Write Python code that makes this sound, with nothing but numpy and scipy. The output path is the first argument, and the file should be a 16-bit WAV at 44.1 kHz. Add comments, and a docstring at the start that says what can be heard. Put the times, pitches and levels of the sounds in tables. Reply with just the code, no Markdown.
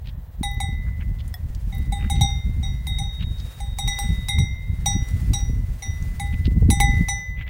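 """Two sheet-metal cowbells of nearly the same pitch clank on calves in a mountain pasture.
A bell's oval shape splits its lowest modes into pairs that beat; the point where the clapper
strikes decides how the energy divides within each pair. Grass is torn and trodden in runs of
small snaps, among dry ticks, one dull knock and faint insects. Turbulent gusts of wind rumble
and thump on the microphone. A soft hiss comes and goes."""
import sys
import numpy as np
from scipy import signal
from scipy.fft import rfft, irfft
from scipy.io import wavfile
from scipy.ndimage import uniform_filter1d

SR = 44100
rng = np.random.default_rng(int(sys.argv[2]) if len(sys.argv) > 2 else 0)


def persist_wave(psi):
    """Save psi, clipped to +-1, as 16-bit WAV."""
    counts = np.round(np.clip(psi, -1, 1) * 32767).astype(np.int16)
    wavfile.write(sys.argv[1], SR, np.atleast_2d(counts).T)


N = 330309
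TIME = np.arange(N) / SR

# single eddies striking the microphone: t/s, peak level/dB, half length of the surrounding gust/s
EDDIES = [(.413, -14.5, 0.011), (2.064, -16, 0.015), (2.22, -11, 0.027), (2.6, -15, 0.022),
          (3.23, -19, 0.021), (4.094, -14.5, 0.027), (4.40, -8, 0.029), (4.965, -13, 0.011),
          (5.306, -10, 0.021), (6.48, -10, 0.0093), (6.58, -11, .02), (6.729, -14.5, 0.0087),
          (7.012, -8, .014)]


def gain_of(db):
    """Amplitude ratio of a level in decibels."""
    return 10 ** (np.asarray(db) / 20)


def unit_rms(x):
    """Normalisation to a root mean square of one."""
    return x / np.sqrt(np.mean(x ** 2) + 1e-20)


def add(mix, start, sound):
    """Superposition: a sound joins the mix at a start time in seconds."""
    part = mix[max(round(start * SR), 0):][:len(sound)]
    part += sound[:len(part)]


def noise(spectrum, size, shift=1):
    """Spectral shaping: white noise follows points (f/Hz, level/dB), their frequencies times shift."""
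    hz, db = np.transpose(spectrum)
    shape_db = np.interp(np.log(np.fft.rfftfreq(size, 1 / SR) + 1), np.log(hz * shift + 1), db)
    return unit_rms(irfft(rfft(rng.standard_normal(size)) * gain_of(shape_db), size))


def wander(rate_hz):
    """Random modulation: low-pass Gaussian noise of unit rms."""
    hz = np.fft.rfftfreq(N, 1 / SR)
    return unit_rms(irfft(rfft(rng.standard_normal(N)) * np.exp(-(hz / rate_hz) ** 2), N))


def hump(middle, half_length):
    """A Gaussian envelope of unit height."""
    return np.exp(-((TIME - middle) / half_length) ** 2 / 2)


def swelled(rest_db, swells):
    """Power addition: the level in dB of swells (t/s, level/dB, half length/s) over a resting level."""
    power = sum(gain_of(db) ** 2 * hump(at, half_length) for at, db, half_length in swells)
    return 10 * np.log10(gain_of(rest_db) ** 2 + power)


def wind(flutter_db=2.5, flutter_hz=9.9, eddy_gust_db=-7, calm_db=-21):
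    """Turbulent pressure: the finer the eddies on the microphone, the faster they grow with a gust."""
    # slow rise and fall of the wind: t/s, level/dB
    breeze = [(0.0, -31.5), (0.33, -34), (0.58, -26.5), (0.95, -24), (1.4, -28.5), (1.85, -23.5),
              (2.2, -19.5), (2.9, -25.5), (3.2, -24.6), (4.25, -27), (4.65, -28.5), (4.9, -21.5),
              (5.5, -20.5), (5.75, -23.5), (6.28, -24.5), (6.5, -16.5), (7.0, -21.5), (7.22, -28.0)]
    # brief lulls: t/s, level change/dB, half length/s
    lulls = [(1.371, -8, 0.023), (1.729, -7.5, 0.023), (2.421, -17, 0.0099), (3.533, -20, 0.037),
             (5.07, -11, 0.029), (5.813, -11.5, 0.032)]
    # spectrum of the slow pushes of air: f/Hz, level/dB
    push = [(8.8, -19), (15, -14.5), (43, 5.5), (83, 2.5), (134, -8), (240, -28), (310, -68), (530, -120)]
    # spectrum of the finer buffeting: f/Hz, level/dB
    buffet = [(70, -13.5), (130, 6.5), (190, -3), (260, -9.5), (350, -21.5), (500, -29), (800, -55),
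              (1500, -82)]
    breeze_db = np.interp(TIME, *np.transpose(breeze)) + flutter_db * wander(flutter_hz)
    breeze_db += sum(db * hump(at, half_length) for at, db, half_length in lulls)
    gust_db = swelled(breeze_db, [(at, db + eddy_gust_db, half_length) for at, db, half_length in EDDIES])
    lumps = gain_of(4.5 * wander(rate_hz=35))  # eddies of all sizes arrive together
    # coarse to fine: noise, level re calm/dB, growth in dB per dB of gust
    layers = [(noise(push, N), -0.5, 1),
              (noise(buffet, N), -12, 1.8),
              (noise(buffet, N, shift=1.58), -38, 3.86)]
    out = np.zeros(N)
    for flow, db, growth in layers:
        flow = flow * lumps ** (growth - 0.5)
        running_rms = np.sqrt(uniform_filter1d(uniform_filter1d(flow ** 2, size=3000), size=1800))
        out += flow / running_rms * gain_of(calm_db + db + growth * (gust_db - calm_db))
    return out


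def soft_hiss(rest_db=-69.5, waver_db=1.8):
    """Amplitude modulation: a soft broadband hiss comes and goes."""
    # spectrum of the hiss: f/Hz, level/dB
    spectrum = [(400, 9), (1000, 3.5), (2000, 6), (3000, 0), (5000, -1), (8000, -2), (10000, -0.5),
                (11200, -9.5), (15800, 0.5)]
    # swells of the hiss: t/s, level/dB, half length/s
    swells = [(2.302, -55.5, 1), (3.492, -49, .08), (4.06, -46.5, 0.13), (5.15, -48.5, 0.23),
              (5.865, -54, 0.15), (6.177, -51, 0.27), (6.96, -50, 0.13)]
    level_db = swelled(rest_db, swells) + waver_db * wander(rate_hz=26)
    return gain_of(level_db) * noise(spectrum, N)


def pasture(air_db=-56, murmur_db=-64):
    """Ambient noise: distant air, insects and a far, drifting murmur add incoherently."""
    # spectrum of the open air, with insects at the top: f/Hz, level/dB
    air = [(200, -7.5), (500, 10.5), (1000, 7), (1400, -11), (1800, -17), (2500, -7.5), (4000, -6),
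           (6000, -67), (10000, -31), (12000, -10), (14000, -6), (15800, 1)]
    murmur_spectrum = [(900, 2.5), (1500, 1.0), (1900, 7.5), (2800, -34.5)]  # f/Hz, level/dB
    murmur = gain_of(murmur_db + 2 * wander(rate_hz=9)) * noise(murmur_spectrum, N)
    return gain_of(air_db) * noise(air, N) + murmur


def grass(snaps_per_s=260, snap_decay_s=0.0034):
    """Shot noise: a tuft tears as a quick random run of snapping blades."""
    # tufts torn or trodden: t/s, level/dB, half length/s, centre f/Hz
    tufts = [(0.076, -47, 0.015, 3230), (0.88, -51.5, 0.011, 1630), (1.016, -43, 0.0083, 2100),
             (1.204, -47, 0.0084, 3460), (2.039, -45, 0.036, 2056), (2.174, -49, 0.022, 3320),
             (3.219, -40.5, 0.011, 2800), (3.398, -47.5, 0.011, 4640), (6.338, -44, 0.0069, 2500),
             (6.461, -38.5, .009, 3440), (7.407, -41.5, 0.018, 2400), (7.483, -43, 0.01, 2470)]
    # spectrum of a tear centred on 3000 Hz: f/Hz, level/dB
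    tear_spectrum = [(1300, -3.5), (2200, 6), (3000, 9.5), (4200, 2), (6200, -24), (10000, -55)]
    faint_tufts = [(at, -59.5, 0.0041, 2900) for at in rng.uniform(0, N / SR, size=6)]
    out, t = np.zeros(N), np.arange(-2205, 2205) / SR
    for at, db, half_length, hz in tufts + faint_tufts:
        snaps = rng.uniform(0.23, 1, len(t)) * (rng.random(len(t)) < snaps_per_s / SR)
        crackle = 0.1 + signal.lfilter([1], [1, -np.exp(-1 / (snap_decay_s * SR))], snaps)
        pull = np.exp(-(t / half_length) ** 2 / 2)
        tear = unit_rms(pull * crackle * noise(tear_spectrum, len(t), shift=hz / 3000))
        add(out, at + t[0], gain_of(db) * np.sqrt(np.mean(pull ** 2)) * tear)
    return out


def thumps(typical_width_s=0.0017, typical_gust_s=0.018):
    """A passing eddy is a pressure pulse of either sign between two weaker, opposite lobes."""
    out, t = np.zeros(N), np.arange(-600, 600) / SR
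    for at, db, half_length in EDDIES:
        width = typical_width_s * np.sqrt(half_length / typical_gust_s)  # shorter gust, sharper thump
        pulse = (1 - (t / width) ** 2) * np.exp(-(t / width) ** 2 / 2)
        add(out, at + t[0], gain_of(db) * rng.choice([-1, 1]) * pulse)
    return out


def ring(hz, amplitudes, t60, t):
    """Free vibration: a sum of exponentially damped modes with random phases."""
    phase = rng.random((len(hz), 1))
    decay = np.exp(-np.log(1000) * t / t60[:, None])
    return amplitudes @ (np.sin(2 * np.pi * (hz[:, None] * t + phase)) * decay)


def bell(twins, overtones, blows, rise_s, overtone_db, leak=0.0083, scatter_db=5.5, tinny_db=-3.5):
    """Mode splitting: an oval shell rings in beating twins; each blow stops the old ring, starts anew."""
    # order of each twin pair: number of bending waves round the rim
    rim_waves = [2, 3, 4, 5]
    # node of each upper twin on the rim: angle/degrees
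    node_deg = [0, 35.5, 11.5, 26.5]
    low_hz, low_t60, high_hz, high_t60 = np.transpose(twins)
    over_hz, over_db, over_t60 = np.transpose(overtones)
    octaves = np.log2(over_hz / np.median(over_hz))
    ends = [blow[0] for blow in blows[1:]] + [N / SR]
    out = np.zeros(N)
    for (start, db, angle, *pair_db), end in zip(blows, ends):
        t = np.arange(0, end - start + 2 * rise_s, 1 / SR)
        # the striking point divides the power between twins; a little leaks in even at a node
        coupling = np.sin(np.multiply(rim_waves, np.radians(angle - np.array(node_deg)))) ** 2
        upper_share = leak + (1 - 2 * leak) * coupling
        tone = ring(low_hz, gain_of(pair_db) * np.sqrt(1 - upper_share), low_t60, t)
        tone += ring(high_hz, gain_of(pair_db) * np.sqrt(upper_share), high_t60, t)
        # each blow deals the same energy out differently among the overtones
        amplitudes = gain_of(over_db + scatter_db * rng.standard_normal(len(over_hz)))
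        amplitudes *= np.linalg.norm(gain_of(over_db + overtone_db)) / np.linalg.norm(amplitudes)
        tilt_db_per_octave = 0.5 + 0.0926 * (db + 29)  # a harder blow is brighter
        brightness = gain_of(tilt_db_per_octave * octaves)
        tone += ring(over_hz, amplitudes * brightness, over_t60, t)
        # short-lived neighbours of the overtones make the clank rough and tinny
        nearby_hz = over_hz * (1 + 0.0183 * rng.standard_normal(len(over_hz)))
        tone += ring(nearby_hz, brightness * gain_of(over_db + overtone_db + tinny_db), over_t60 / 2, t)
        attack = 1 - np.exp(-t / rise_s)
        release = np.clip((t[-1] - t) / (2 * rise_s), 0, 1)
        add(out, start, gain_of(db) * tone * attack * release)
    return out


def clapper(blows, click_db=4.5, click_decay_s=0.0022, rattle_db=-11, rattle_decay_s=0.019):
    """Impact of metal on metal: a sharp click and a short wash of dense modes."""
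    # spectrum of the contact: f/Hz, level/dB
    contact = [(300, -9), (700, -42), (950, 16), (1400, -13), (2200, 7.5), (2800, 0.5), (4000, 1),
               (5000, 2.5), (10000, -8.5), (15500, -2)]
    out, t = np.zeros(N), np.arange(4096) / SR
    click = gain_of(click_db) * np.exp(-t / click_decay_s)
    rattle = gain_of(rattle_db) * np.exp(-t / rattle_decay_s)
    for start, db, *_ in blows:
        add(out, start, gain_of(db) * (click + rattle) * noise(contact, len(t)))
    return out


def cowbells():
    """Impulse excitation: clappers ring the natural modes of two bells of nearly the same pitch."""
    # four lowest mode pairs: lower f/Hz, its T60/s, upper f/Hz, its T60/s
    first_twins = [(786, .28, 807, .33), (2007, 1.55, 2089, 1.3), (3704, .56, 3776, .38),
                   (5769, .39, 5928, .37)]
    second_twins = [(783, .25, 806, .27), (2018, 1., 2060, 1.), (3684, 1.4, 3758, 2.0),
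                    (5735, .33, 5846, .33)]
    # other modes: f/Hz, relative level/dB, T60/s
    first_overtones = [(2181, -2, .085), (2950, -26, .1), (3838, -1, .19), (3905, -8, .09),
                       (6430, -15, .09), (6605, -11, .11), (6977, -19, .18), (8065, -7, .21),
                       (8186, -14, .09), (8433, -7, .19), (8656, -7, .18), (9308, -14, .11),
                       (9534, -16, .13), (9586, -15, .2), (10050, -12, .12), (10325, -5.5, .12),
                       (10470, -14, .11), (10635, -12, .13), (11430, -19, .07), (11890, -21, .1),
                       (12280, -20, .09), (12630, -18, .09), (13650, -19, .07), (14070, -21, .11),
                       (14420, -19, .11), (14730, -16, .09), (14920, -14, .1), (15400, -16, .1)]
    second_overtones = [(2220, -19, 0.049), (3920, -5.5, .12), (6450, -5, 0.067), (8000, -10, 0.13),
                        (8360, -8.5, 0.29), (8900, -1, 0.057), (9240, -9, 0.093), (10100, -6.5, 0.067),
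                        (10450, -6.5, 0.16), (10800, -13, .12), (12320, -12, 0.13), (13370, -11, .1),
                        (14600, -12, 0.13), (15410, -14, 0.13)]
    # clapper blows: t/s, level/dB, angle on the rim/degrees, then each pair's level re the blow/dB
    first_blows = [(0.431, -36, 36.8, 12.5, 3, 9, -4.5), (0.602, -36.5, 163.9, 11.5, 3, 7, -7),
                   (1.723, -56.5, 86.3, 17, 13.5, 14, 0), (1.922, -42, 150.4, 15.5, 2, 7.5, -15),
                   (2.099, -35, 117, 9, -2, 7, -1.5), (2.21, -30.5, 66, 12, -3.5, 11, 5.5),
                   (2.629, -51, 172.6, 14, 8.5, 20, 11.5), (2.985, -41, 113.4, 11.5, -8, 8.5, 4),
                   (3.876, -36, 30.3, 4.5, 6.5, 10.5, 9), (4.285, -31.5, 134, -0.5, 4, 9.5, -3),
                   (4.385, -39, 131.3, 0.5, 7.5, 10, 6.5), (4.859, -31, 29.2, 8.5, -4, 8.5, 12),
                   (5.3337, -32.5, 30.4, 1.5, -10.5, 0, 7.5), (5.822, -44.5, 94.6, 6, 7, 6.5, 13),
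                   (6.197, -38.5, 40.6, 11, 4.5, 1, -11.5), (6.702, -25.5, 148, 2.5, -5.5, -4.5, -2),
                   (6.801, -24, 41, 10, 3.5, -0.5, -2), (7.0846, -32.5, 153, 7, 6, -2, 10.5)]
    second_blows = [(2.869, -40.5, 75, 1.5, 3, 9, -8), (3.603, -45.5, 40.4, 11.8, -4.5, 2, -3),
                    (3.786, -33, 119.6, 4, -8.5, 3, -1.5), (3.988, -34, 130, 8, -33, -2.5, 1.5)]
    first_bell = bell(first_twins, first_overtones, first_blows, rise_s=0.0026, overtone_db=5.5)
    second_bell = bell(second_twins, second_overtones, second_blows, rise_s=0.0016, overtone_db=4.5)
    return first_bell + second_bell + clapper(first_blows) + clapper(second_blows)


def ticks(decay_s=0.0034, skirt_db=-19):
    """Transients: bursts of band noise decay so fast that they are heard as dry ticks."""
    # ticks: t/s, relative level/dB, centre f/Hz
    bursts = [(.514, -43, 14500), (.535, -47, 14500), (.544, -44, 14500), (1.279, -43, 9300),
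              (1.549, -43.5, 5150), (1.749, -42, 14000), (1.772, -48, 14100), (1.783, -40, 14000),
              (5.087, -43.5, 8100), (5.108, -46, 8100), (6.025, -46, 6030)]
    out, t = np.zeros(N), np.arange(6000) / SR
    for start, db, hz in bursts:
        band = [(hz / 2, skirt_db), (hz, 0), (hz * 2, skirt_db)]
        add(out, start, gain_of(db + 2.5) * np.exp(-t / decay_s) * noise(band, len(t)))
    return out


def knock(start_s=1.341, level_db=-38):
    """Heavy damping: the modes of struck metal die quickly, leaving one dull knock."""
    # modes of the damped metal: f/Hz, relative level/dB, T60/s
    modes = [(727, -3, 0.088), (1890, 4.5, 0.062), (1874, -15.5, 0.31), (3390, 1, 0.058), (5280, 7, 0.031),
             (7900, -8, 0.038), (10400, -1, 0.032), (12050, 1, 0.082), (14600, 1, .02)]
    hz, db, t60 = np.transpose(modes)
    out, t = np.zeros(N), np.arange(6000) / SR
    add(out, start_s, ring(hz, gain_of(level_db + db), t60, t))
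    return out


def ground_echo(x, wet_db=-18.5, t60=0.07, delay_s=0.004):
    """Scattering: ground and animals add a brief, weak echo to the direct sound."""
    t = np.arange(SR // 2) / SR
    response = rng.standard_normal(len(t)) * np.exp(-np.log(1000) * t / t60) * (t > delay_s)
    return x + gain_of(wet_db) * signal.oaconvolve(x, response / np.linalg.norm(response))[:N]


def scene():
    """Superposition in one channel: bells and grazing, with their echo, over wind, hiss and open air."""
    calves = cowbells() + grass() + ticks() + knock()
    return (ground_echo(calves) + wind() + thumps() + soft_hiss() + pasture())[None]


def record(dry, cutoff_hz=15900):
    """Band limiting: a steep low-pass filter removes the highest treble."""
    lowpass = signal.firwin(401, cutoff_hz, window=("kaiser", 9), fs=SR)
    return signal.oaconvolve(dry, lowpass[None], "same")


dry = scene()
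out = record(dry)
persist_wave(out)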